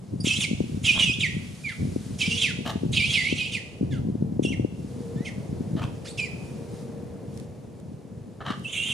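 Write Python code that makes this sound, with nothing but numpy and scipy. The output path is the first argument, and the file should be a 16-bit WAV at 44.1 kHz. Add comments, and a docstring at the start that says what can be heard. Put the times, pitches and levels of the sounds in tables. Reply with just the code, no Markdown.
"""Shrill, rasping squeals of a baby macaque on a rock slope; an adult gives a few hoarse huffs.
The squeals are tones that turbulent vocal folds split into sidebands; the huffs are noise through resonances.
Rock and trees return the calls as reflections and a diffuse tail. Filtered noise makes hissing leaves,
far traffic and low buffets; damped swings make soft knocks at the two microphone ports."""
import sys
import numpy as np
from scipy import signal
from scipy.fft import rfft, irfft
from scipy.io import wavfile

SR = 44100
rng = np.random.default_rng(int(sys.argv[2]) if len(sys.argv) > 2 else 0)


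def dump(signal):
    """Clip the signal to [-1, 1] and save it as 16-bit WAV at the path in sys.argv[1]."""
    limited = np.clip(np.atleast_2d(signal).T, -1, 1)
    pcm = np.round(limited * 32767).astype(np.int16)
    wavfile.write(sys.argv[1], SR, pcm)


N = 393813
TIME = np.arange(N) / SR
HZ = np.fft.rfftfreq(N, 1 / SR)


def gain_of(db):
    """Decibels are logarithmic: 20 dB is a factor of ten in amplitude."""
    return 10 ** (np.asarray(db) / 20)


def evened(x):
    """Normalisation: scales the root mean square to 1."""
    return x / np.sqrt(np.mean(abs(x) ** 2) + 1e-20)


def read(points, hz):
    """Interpolation of a (Hz, value) table along log frequency, the scale of pitch."""
    f, value = np.transpose(points)
    return np.interp(np.log(hz + 1), np.log(f + 1), value)


def curve(rows, axis=1):
    """Linear interpolation of one column of a table over the whole scene."""
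    rows = np.asarray(rows)
    return np.interp(TIME, rows[:, 0], rows[:, axis])


def add(mix, s, sound):
    """Superposition: mixes a sound in at time s."""
    part = mix[..., max(round(s * SR), 0):][..., :sound.shape[-1]]
    part += sound[..., :part.shape[-1]]


def colour(x, points):
    """Linear filtering: multiplies the spectrum by a (Hz, dB) table."""
    size = x.shape[-1]
    hz = np.fft.rfftfreq(size, 1 / SR)
    return irfft(rfft(x) * gain_of(read(points, hz)), size)


def wander(size, width_hz, centre_hz=0):
    """Narrow-band noise: random motion of rms 1 whose rates lie in a bell around centre_hz."""
    hz = np.fft.rfftfreq(size, 1 / SR)
    bell = np.exp(-.5 * ((hz - centre_hz) / width_hz) ** 2)
    return evened(irfft(rfft(rng.standard_normal(size)) * bell, size))


def noise_pair(points, likeness):
    """Partial coherence: coloured noise in two channels with the given correlation."""
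    a, b = rng.standard_normal((2, N))
    same = np.clip(likeness, -1, 1)
    pair = np.array([a, same * a + np.sqrt(1 - same ** 2) * b])
    return evened(colour(pair, points))


def placed(x, left_db):
    """Level-difference panning: a positive left_db tips a sound to the left."""
    return x * gain_of([[left_db / 2], [-left_db / 2]])


def hollow(hz, centre_hz, width_hz, depth_db):
    """Antiresonance: the gain of a bell-shaped dip in a spectrum."""
    return gain_of(-depth_db * np.exp(-.5 * ((hz - centre_hz) / width_hz) ** 2))


def traffic(whine_hz=468):
    """Low-pass noise of a far road, with a faint whine made by random frequency modulation."""
    # Spectrum of the roar. Each row: frequency in Hz, relative level in dB.
    roar_colour = [(20, -30.5), (35, -18.5), (100, 6), (300, -0.5), (480, 1), (650, -7), (900, -13.5),
                   (1400, -23.5), (2500, -28), (5000, -45)]
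    # Each row: time in seconds, roar level in dB, whine level against the roar in dB.
    road = [(0, -48.5, -32), (1.5, -52.5, -44), (2.3, -48, 0.5), (3.2, -46, -14), (4.8, -46.5, -14),
            (5.12, -41, 1), (5.35, -41.5, -12), (6.3, -41.5, -11), (7, -41, -2), (7.8, -47, -11.5),
            (8.93, -48, -15.5)]
    whine = np.sin(2 * np.pi * np.cumsum(whine_hz + 11 * wander(N, 25)) / SR)
    whine = whine * gain_of(2.5 * wander(N, 4))
    roar = noise_pair(roar_colour, 0.61)
    return placed(roar + gain_of(curve(road, axis=2)) * whine, 1.2) * gain_of(curve(road))


def foliage(snap_s=0.0014):
    """Many small contacts sum to broadband noise as leaves stir; dry snaps are brief decaying bursts."""
    # Spectrum of the leaves. Each row: frequency in Hz, relative level in dB.
    leaf_colour = [(300, -6), (1000, 2.5), (2500, 3.5), (4500, 4.5), (7000, 3.5), (10000, 2), (12000, -8),
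                   (15000, -28.5)]
    # Breeze in the leaves. Each row: time in seconds, relative level in dB.
    breeze = [(0, -67), (.7, -57.5), (2.1, -55), (2.6, -60), (3.6, -63.5), (4.25, -68.5), (4.7, -66.5),
              (4.9, -60.5), (5.95, -63), (6.5, -59.5), (7.1, -66.5), (8, -70), (8.4, -70), (8.93, -52)]
    # Brief rustles. Each row: centre in seconds, relative level in dB.
    rustles, rustle_s = [(6.78, -66.5), (7.38, -66)], 0.066
    # Dry twigs and leaves snapping. Each row: start in seconds, level before the decay in dB.
    snaps = [(6.716, -51), (7.375, -38.5), (7.399, -38), (7.8, -46.5), (8.595, -43)]
    stir = gain_of(curve(breeze))
    stir = stir + sum(gain_of(db) * np.exp(-((TIME - s) / rustle_s) ** 2) for s, db in rustles)
    out = noise_pair(leaf_colour, 0.67) * stir * gain_of(4.0 + 0.45 * wander(N, 50))
    t = np.arange(SR // 40) / SR
    for s, level_db in snaps:
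        noise = rng.standard_normal((2, len(t)))
        crack = evened(colour(noise, [(1000, -10), (4500, -6), (9000, -5), (15000, -25)]))
        add(out, s, gain_of(level_db) * crack * np.exp(-t / snap_s))
    return out


def flurries(rise_s=0.03, fall_s=0.1, calm_db=-45.5):
    """Powers of independent flurries add: each rises, holds and dies back to the calm."""
    # Flurries of buffeting. Each row: start in seconds, length in seconds, relative level in dB.
    flurry_rows = [(0.1, 1.306, -35), (1.77, 0.076, -28), (1.95, 0.81, -38), (2.8, 0.15, -30.5),
                   (3.0, 0.52, -38.5), (3.8, 0.85, -31), (4.75, 1, -39.5), (5.47, 0.45, -35.5),
                   (6.1, 1.26, -43), (8.46, 0.02, -35)]
    power = gain_of(calm_db) ** 2
    for start, length, level_db in flurry_rows:
        rise = np.clip((TIME - start) / rise_s, 0, 1)
        fall = np.exp(-np.maximum(TIME - start - length, 0) / fall_s)
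        power = power + (gain_of(level_db) * rise * fall) ** 2
    return np.sqrt(power)


def patter(strength, count=200, per_s=14, over_db=9.5, spread_db=7, centre_hz=210):
    """A random point process: small knocks that follow the flurries in level (time, dB, Hz)."""
    chance = rng.random((count, 3))
    times = np.cumsum(.5 + chance[:, 0]) / per_s
    flurry_db = 20 * np.log10(np.interp(times, TIME, strength))
    peak_db = flurry_db + over_db + spread_db * (2 * chance[:, 1] - 1)
    pitch_hz = centre_hz * 2 ** ((chance[:, 2] - .5) / 2)
    return [row for row in zip(times, peak_db, pitch_hz) if row[0] < TIME[-1]]


def knocks(rows, rise_cycles=0.076, fall_cycles=0.74):
    """Heavily damped oscillation dies within a cycle or two; harder knocks start more sharply."""
    out, t = np.zeros(N), np.arange(-SR // 100, SR // 25) / SR
    for (s, peak_db, hz), turn in zip(rows, rng.random(size=256)):
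        cycles, rise = hz * t, rise_cycles / gain_of(peak_db + 17.5)
        # a smooth peak between an exponential rise and an exponential fall
        shape = np.exp(-np.logaddexp(-cycles / rise, cycles / fall_cycles))
        swing = np.cos(2 * np.pi * (cycles + turn))
        add(out, s + t[0] - .001, gain_of(peak_db + 4.5) * shape * swing)
    return colour(out, [(20, -40.5), (50, -19), (100, -3.0), (160, -0.5), (550, 0.5),
                        (900, -9), (1600, -26.5), (4000, -53)])


def buffeting(lumpy_db=3.0, rumble_db=2.0):
    """Interchannel phase and level: low rumble and knocks lead at the right, mostly louder at the left."""
    # Spectrum of the rumble. Each row: frequency in Hz, relative level in dB.
    rumble_colour = [(20, -53), (40, -50), (60, -13), (85, -2.5), (130, 1), (200, -3.5), (300, -11.5),
                     (450, -24), (800, -33.5), (2000, -63)]
    # The loudest low knocks. 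Each row: time in seconds, relative peak level in dB, pitch in Hz.
    loud_knocks = [(0.246, -15, 190), (0.272, -16, 266), (0.514, -15.5, 207), (0.533, -17, 210),
                   (0.606, -10.5, 245), (1.368, -19.5, 197), (1.831, -16.5, 177), (1.853, -18.5, 190),
                   (1.963, -14, 260), (2.283, -19, 161), (2.59, -20.5, 237), (2.759, -16, 224),
                   (2.835, -15.5, 275), (2.864, -16, 161), (3.327, -13.5, 255), (3.812, -13.5, 190),
                   (3.83, -17.5, 264), (4.088, -17.5, 204), (4.225, -12, 204), (4.396, -9.5, 288),
                   (4.451, -11.5, 272), (4.506, -18, 215), (4.598, -14.5, 248), (4.649, -11.5, 283),
                   (5.161, -18, 148), (5.208, -17.5, 232), (5.754, -15, 205), (8.506, -17.5, 223)]
    strength = flurries()
    lumpy = noise_pair(rumble_colour, 0.91) * gain_of(lumpy_db * wander(N, 36))
    rumble = evened(lumpy) * strength * gain_of(rumble_db)
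    left_db = read([(100, -0.5), (170, 0.5), (260, 4.0), (450, 11.5), (900, -1.5)], HZ)
    lag = read([(70, .1), (200, 0.58), (500, 2.34)], HZ)  # radians by which the left trails
    left = gain_of(left_db / 2) * np.exp(-.5j * lag)
    right = gain_of(-left_db / 2) * np.exp(.5j * lag)
    return irfft(rfft(rumble + knocks(loud_knocks + patter(strength))) * np.array([left, right]), N)


def slope(x, near_db=-8, near_s=0.029, far_db=-14):
    """Reverberation: quick reflections off the rock, partly alike at both ports, then a tail from the trees."""
    # Decay of the tail. Each row: frequency in Hz, reverberation time (60 dB) in seconds.
    tail_decay = [(500, 0.71), (1500, 0.59), (2500, 0.87), (4000, 0.88), (8000, 0.88), (14000, 0.13)]
    t = np.arange(SR) / SR
    taps = rng.choice([-1., 1.], (2, SR)) * (rng.random((2, SR)) < 2500 / SR)  # sparse echoes
    near = (taps + taps[::-1] / np.pi) * np.exp(-t / near_s) * (t > .001)
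    hz, frame_s, z = signal.stft(taps * np.minimum(t / 0.045, 1), SR, nperseg=256)
    decay = gain_of(-60 * frame_s / read(tail_decay, hz)[:, None])
    far = signal.istft(z * decay, SR, nperseg=256)[1][:, :SR]
    echo = sum(gain_of(db) * part / np.linalg.norm(part, axis=1, keepdims=True)
               for db, part in ((near_db, near), (far_db, far)))
    return signal.fftconvolve(x[None], echo, axes=1)[:, :N]


def adult(fall_s=0.019, rattle_db=-3.0, chest_hz=660, chest_width_hz=280):
    """Source and filter: puffs of turbulent air rattle through the resonances of a larger throat."""
    # Hoarse huffs. Each row: start in seconds, level in dB, rise in seconds, hold in seconds,
    # factor on the throat's resonances, treble tilt in dB an octave, chest resonance in dB.
    huffs = [(0.936, -39, 0.027, 0.033, 0.77, -6.5, -6.5), (2.649, -32.5, 0.013, 0.04, 0.89, 3, 6.5),
             (5.764, -39.5, 0.0028, 0.025, 0.9, 0.5, 3.5), (5.815, -34.5, 0.0025, 0.014, 0.76, 2, 1),
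             (8.404, -39, 0.0026, 0.01, 0.91, -6, -10), (8.449, -33, 0.018, 0.052, 0.9, -2, -10)]
    # Throat above the chest resonance. Each row: unscaled frequency in Hz, width in Hz, level in dB.
    throat_modes = [(1340, 92, 2.5), (1820, 390, -6), (3370, 200, -5), (4250, 570, -13), (6200, 3000, -25)]
    out, t = np.zeros(N), np.arange(SR // 4) / SR
    hz = np.fft.rfftfreq(len(t), 1 / SR)
    for s, level_db, rise, hold, scale, tilt_db, chest_db in huffs:
        modes = [(chest_hz, chest_width_hz, chest_db)]
        modes += [(f * scale, width, db) for f, width, db in throat_modes]
        throat = np.sqrt(sum(gain_of(db) ** 2 / (1 + ((hz - f) / width) ** 2) ** 2
                             for f, width, db in modes))
        tilt = gain_of(tilt_db * np.log2(hz / 1000 + 0.12))
        air = irfft(rfft(rng.standard_normal(len(t))) * throat * tilt, len(t))
        push = np.minimum(t / rise, 1) * np.exp(-np.maximum(t - rise - hold, 0) / fall_s)
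        rattling = evened(air * gain_of(rattle_db * wander(len(t), 130)))
        add(out, s, gain_of(level_db) * push * rattling)
    return out


def strands(carrier, flutter, rough, weights):
    """Modulation sidebands round one harmonic, a flutter apart; each flares and drifts on its own."""
    size = len(carrier)
    return sum(weight * (1 + .9 * wander(size, 55))
               * np.cos(carrier + k * flutter + rough * wander(size, 50))
               for k, weight in weights)


def squeal(start, hz, call_db, sag_db, overtone_db, kind, flutter_hz=500, sideband_fall_db=-2.5,
           overtone_fall_db=-6.5, hollow_width_hz=560):
    """Nonlinear phonation: in a strained voice the folds flutter and the tone splits into rasping strands."""
    # Roughness (0-1) of each kind of voice at the start, middle and end of a call.
    roughness_of = {"harsh": (1, .6, .8), "clearing": (1, .2, .08), "breaking": (0, .3, .9),
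                    "rasping": (.3, .5, .4), "clean": (.05, .08, .15)}
    # Colour of the overtones and rasp. Each row: frequency in Hz, relative level in dB.
    rasp_colour = [(1000, -6.5), (1600, -6), (2200, -5), (4000, 1.5), (4700, 5), (5400, 0), (7000, 1),
                   (8500, 0.5), (10000, 0.5), (12000, -15), (15000, -63)]
    # Mouth resonance on the broken voice, with little below it. Each row: frequency in Hz, level in dB.
    mouth_colour = [(800, -22.5), (1550, -26), (2050, 4.5), (2500, -3), (3300, 0.5), (3900, -3),
                    (4600, -10.5), (6500, -19)]
    # Gain as the pitch passes the resonance of the mouth. Each row: pitch in Hz, gain in dB.
    swell_by_pitch = [(1100, 1), (1600, -5), (2000, -3), (2500, 4.5), (3000, -4.5), (3400, 4.5), (3800, -9),
                      (4700, 0)]
    # Chaotic folds fill the whole mouth resonance. Each row: frequency in Hz, relative level in dB.
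    screech_colour, screech_db = [(1000, -32.5), (1700, -32), (2150, -5), (2500, -0.5), (3100, 0),
                                  (3700, -2.5), (4500, -9.5), (6000, -43.5)], -0.5
    # Hollow that varies with mouth shape. Each row: time in seconds, depth in dB, centre in Hz.
    mouth_hollow = [(1.0, 6, 4400), (3.199, 0, 4520), (4.5, 12, 4620), (6.2, 7, 3670), (8.7, 37, 4940)]
    attack_share, release_s = 0.34, 0.016  # a slow swell over a share of the call, a quick stop
    shake_db, shake_share, shake_per_s = 1.5, .02, 35  # at full roughness, in level and in pitch

    size = len(hz)
    t, u = np.arange(size) / SR, np.linspace(0, 1, size)
    opening = np.sin(np.pi / 2 * np.minimum(u / attack_share, 1))
    effort = gain_of(call_db - sag_db * u) * opening * np.minimum(t[::-1] / release_s, 1)
    rough = np.minimum(np.interp(u, [0, .5, 1], roughness_of[kind]), 1)
    effort = effort * gain_of(shake_db * rough * wander(size, shake_per_s))

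    jitter = (.003 + .035 * rough ** 2) * wander(size, 240)
    jitter = jitter + shake_share * rough * wander(size, shake_per_s)
    phase = 2 * np.pi * np.cumsum(hz * (1 + jitter)) / SR
    # a slower, unsteady vibration of the folds throws sidebands above the tone
    flutter = 2 * np.pi * np.cumsum(flutter_hz * (1 + .2 * wander(size, 45))) / SR
    sidebands = [(k, gain_of(sideband_fall_db * abs(k))) for k in (0.0, 1, 3.0, 7.5)]
    rasp = strands(phase, flutter, rough, sidebands)
    broken = .95 * rough ** 1.1  # share of the power
    clear = np.sqrt(2 * (1 - broken)) * np.cos(phase) * gain_of(2.0 * rough * wander(size, 200))
    tone = clear + np.sqrt(broken) * evened(colour(rasp, mouth_colour))

    # the overtones split far more readily than the fundamental
    spread = [(k, np.minimum(1.3 * rough, 1) ** abs(k)) for k in range(-2, 3)]
    overtones = sum(gain_of(overtone_fall_db * k) * strands(k * phase, flutter, rough, spread)
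                    for k in range(2, 5))
    spread_size = np.sqrt(sum(weight ** 2 for k, weight in spread))
    overtones = evened(colour(overtones / spread_size, rasp_colour))
    hiss = evened(colour(rng.standard_normal(size) * (1 + 1.2 * np.cos(flutter)), rasp_colour))
    hiss_share = .06 + .2 * rough
    upper = np.sqrt(1 - hiss_share) * overtones + np.sqrt(hiss_share) * hiss

    chaos = colour(rng.standard_normal(size), screech_colour)
    screech = rough ** 2 * evened(chaos * gain_of(1 * wander(size, 150)))
    focus = np.sqrt(1 - .6 * rough ** 2)  # roughness takes strength from the tone
    # the thin rasp comes first; the body follows as the mouth opens and the pitch meets its resonance
    swell = gain_of(read(swell_by_pitch, hz))
    body = focus * swell * tone + gain_of(screech_db) * np.sqrt(swell) * screech
    voice = effort * (opening * body + gain_of(overtone_db) * upper)
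    mouth_s, depths, centres = np.transpose(mouth_hollow)
    depth_db, centre_hz = np.interp(start, mouth_s, depths), np.interp(start, mouth_s, centres)
    dip = hollow(np.fft.rfftfreq(size, 1 / SR), centre_hz, hollow_width_hz, depth_db)
    return start, irfft(rfft(voice) * dip, size)


def baby(scoop_bend=2.1):
    """Pitch is logarithmic: scoops ease down and up again in octaves; glides slide at a steady rate."""
    # Squeals that dip and climb back. Each row: start in seconds, length in seconds, time to the dip
    # in seconds, first, lowest and last pitch in Hz, relative level in dB, sag over the call in dB,
    # overtones in dB, kind of voice.
    scoops = [(0.234, 0.17, 0.073, 3950, 2578, 3710, -20.5, 14, -6.5, "harsh"),
              (0.829, 0.16, 0.07, 3650, 2475, 3530, -18.5, 14.5, -10, "harsh"),
              (0.983, 0.075, 0.04, 3400, 2825, 2940, -18, 1, -14, "harsh"),
              (1.035, 0.12, 0.076, 2806, 2490, 3700, -28.5, 3.5, -9.5, "clearing"),
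              (1.19, 0.094, 0.082, 3700, 1892, 1920, -22.5, 5, -12, "clearing"),
              (2.181, 0.12, 0.061, 3300, 2296, 3150, -24.5, 11, -5.5, "harsh"),
              (2.274, 0.14, 0.05, 3100, 2780, 3430, -29, 3, -8, "harsh"),
              (2.914, 0.21, 0.1, 3700, 2300, 3394, -20.5, 13.5, -11, "harsh"),
              (3.084, 0.26, 0.13, 3450, 1991, 2685, -19, 16, -10.5, "harsh"),
              (3.344, 0.17, 0.082, 3200, 2450, 3160, -27, 14, -10.5, "harsh"),
              (4.423, 0.095, 0.043, 3500, 2690, 3130, -28.5, 12.5, -8.5, "clearing"),
              (6.188, 0.07, 0.034, 2690, 2386, 2465, -33, 3.5, -8.5, "clean"),
              (8.632, 0.086, 0.024, 3200, 2640, 3380, -34.5, 4, -12, "breaking"),
              (8.707, 0.18, 0.085, 3300, 2720, 3214, -25.5, 5.5, -11, "harsh"),
              (8.865, 0.11, 0.074, 3250, 2735, 3100, -25.5, 2, -9, "harsh")]
    # Yelps, whimpers and thin whistles that slide one way. 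Each row: start in seconds, length in
    # seconds, first and last pitch in Hz, relative level in dB, sag over the call in dB,
    # overtones in dB, kind of voice.
    glides = [(0.2, 0.026, 4660, 4900, -31, 4, -14, "clean"),
              (0.391, 0.071, 4110, 2020, -26.5, 4, -3.5, "harsh"),
              (1.634, 0.078, 2536, 1947, -32.5, 1.5, -16, "clean"),
              (1.678, 0.066, 2150, 1200, -33.5, 11, -11, "harsh"),
              (2.398, 0.13, 3950, 1283, -17.5, 20.5, -9.5, "harsh"),
              (3.512, 0.089, 3556, 1633, -23.5, 17, -9, "harsh"),
              (3.905, 0.094, 1890, 1185, -37.5, 17.5, -5, "rasping"),
              (4.51, 0.041, 2990, 1725, -42, -6.5, -8.5, "rasping"),
              (5.149, 0.12, 1660, 2170, -51, 3, -6, "clean"),
              (5.243, 0.06, 2780, 1700, -39.5, -1, -6, "harsh"),
              (6.043, 0.063, 1042, 3810, -40.5, 19, 4, "rasping"),
              (6.068, 0.06, 3270, 4750, -35.5, 5, -9, "rasping"),
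              (6.172, 0.043, 2900, 2295, -30.5, 0.5, -10, "harsh"),
              (6.236, 0.045, 2380, 1930, -37, 5, -7, "rasping")]
    out = np.zeros(N)
    for start, length, dip_s, first_hz, low_hz, last_hz, *manner in scoops:
        t = np.arange(0, length, 1 / SR)
        away = np.interp(t, [0, dip_s, max(length, dip_s)], [1, 0, 1])  # distance from the dip
        height = np.sin(np.pi / 2 * away) ** scoop_bend
        end_hz = np.where(t < dip_s, first_hz, last_hz)
        add(out, *squeal(start, low_hz * (end_hz / low_hz) ** height, *manner))
    for start, length, first_hz, last_hz, *manner in glides:
        add(out, *squeal(start, np.geomspace(first_hz, last_hz, round(length * SR)), *manner))
    return out


def scene():
    """Localisation by level and phase: the baby leans right in its main band, the adult is near the middle."""
    # Level at the baby's place. Each row: frequency in Hz, left minus right in dB.
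    baby_side = [(60, -7), (180, 2), (540, 4.5), (1620, -6), (4870, -2.5), (14600, -1.0)]
    # Phase at the baby's place. Each row: frequency in Hz, lead of the left in radians.
    baby_lead = [(0, 0), (1210, -0.5), (1640, -0.3), (2500, -0.2), (8610, 0.3), (14700, 0.1)]
    background = buffeting() + traffic() + foliage()
    huffs, squeals = adult(), baby()
    port = gain_of(read(baby_side, HZ) / 2) * np.exp(.5j * read(baby_lead, HZ))
    aside = irfft(rfft(squeals) * np.array([port, 1 / port]), N)
    return aside + placed(huffs, 1.0) + placed(slope(squeals + huffs), -2.0) + background


def record(dry, edge_hz=15150, notch_hz=7910, notch_width_hz=50, notch_db=17):
    """Linear filtering: a narrow notch in the treble, then a low-pass band limit."""
    notched = irfft(rfft(dry) * hollow(HZ, notch_hz, notch_width_hz, notch_db), N)
    low_pass = signal.firwin(511, edge_hz, window=("kaiser", 9), fs=SR)
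    return signal.oaconvolve(notched, low_pass[None], "same")


dry = scene()
out = record(dry)
dump(out)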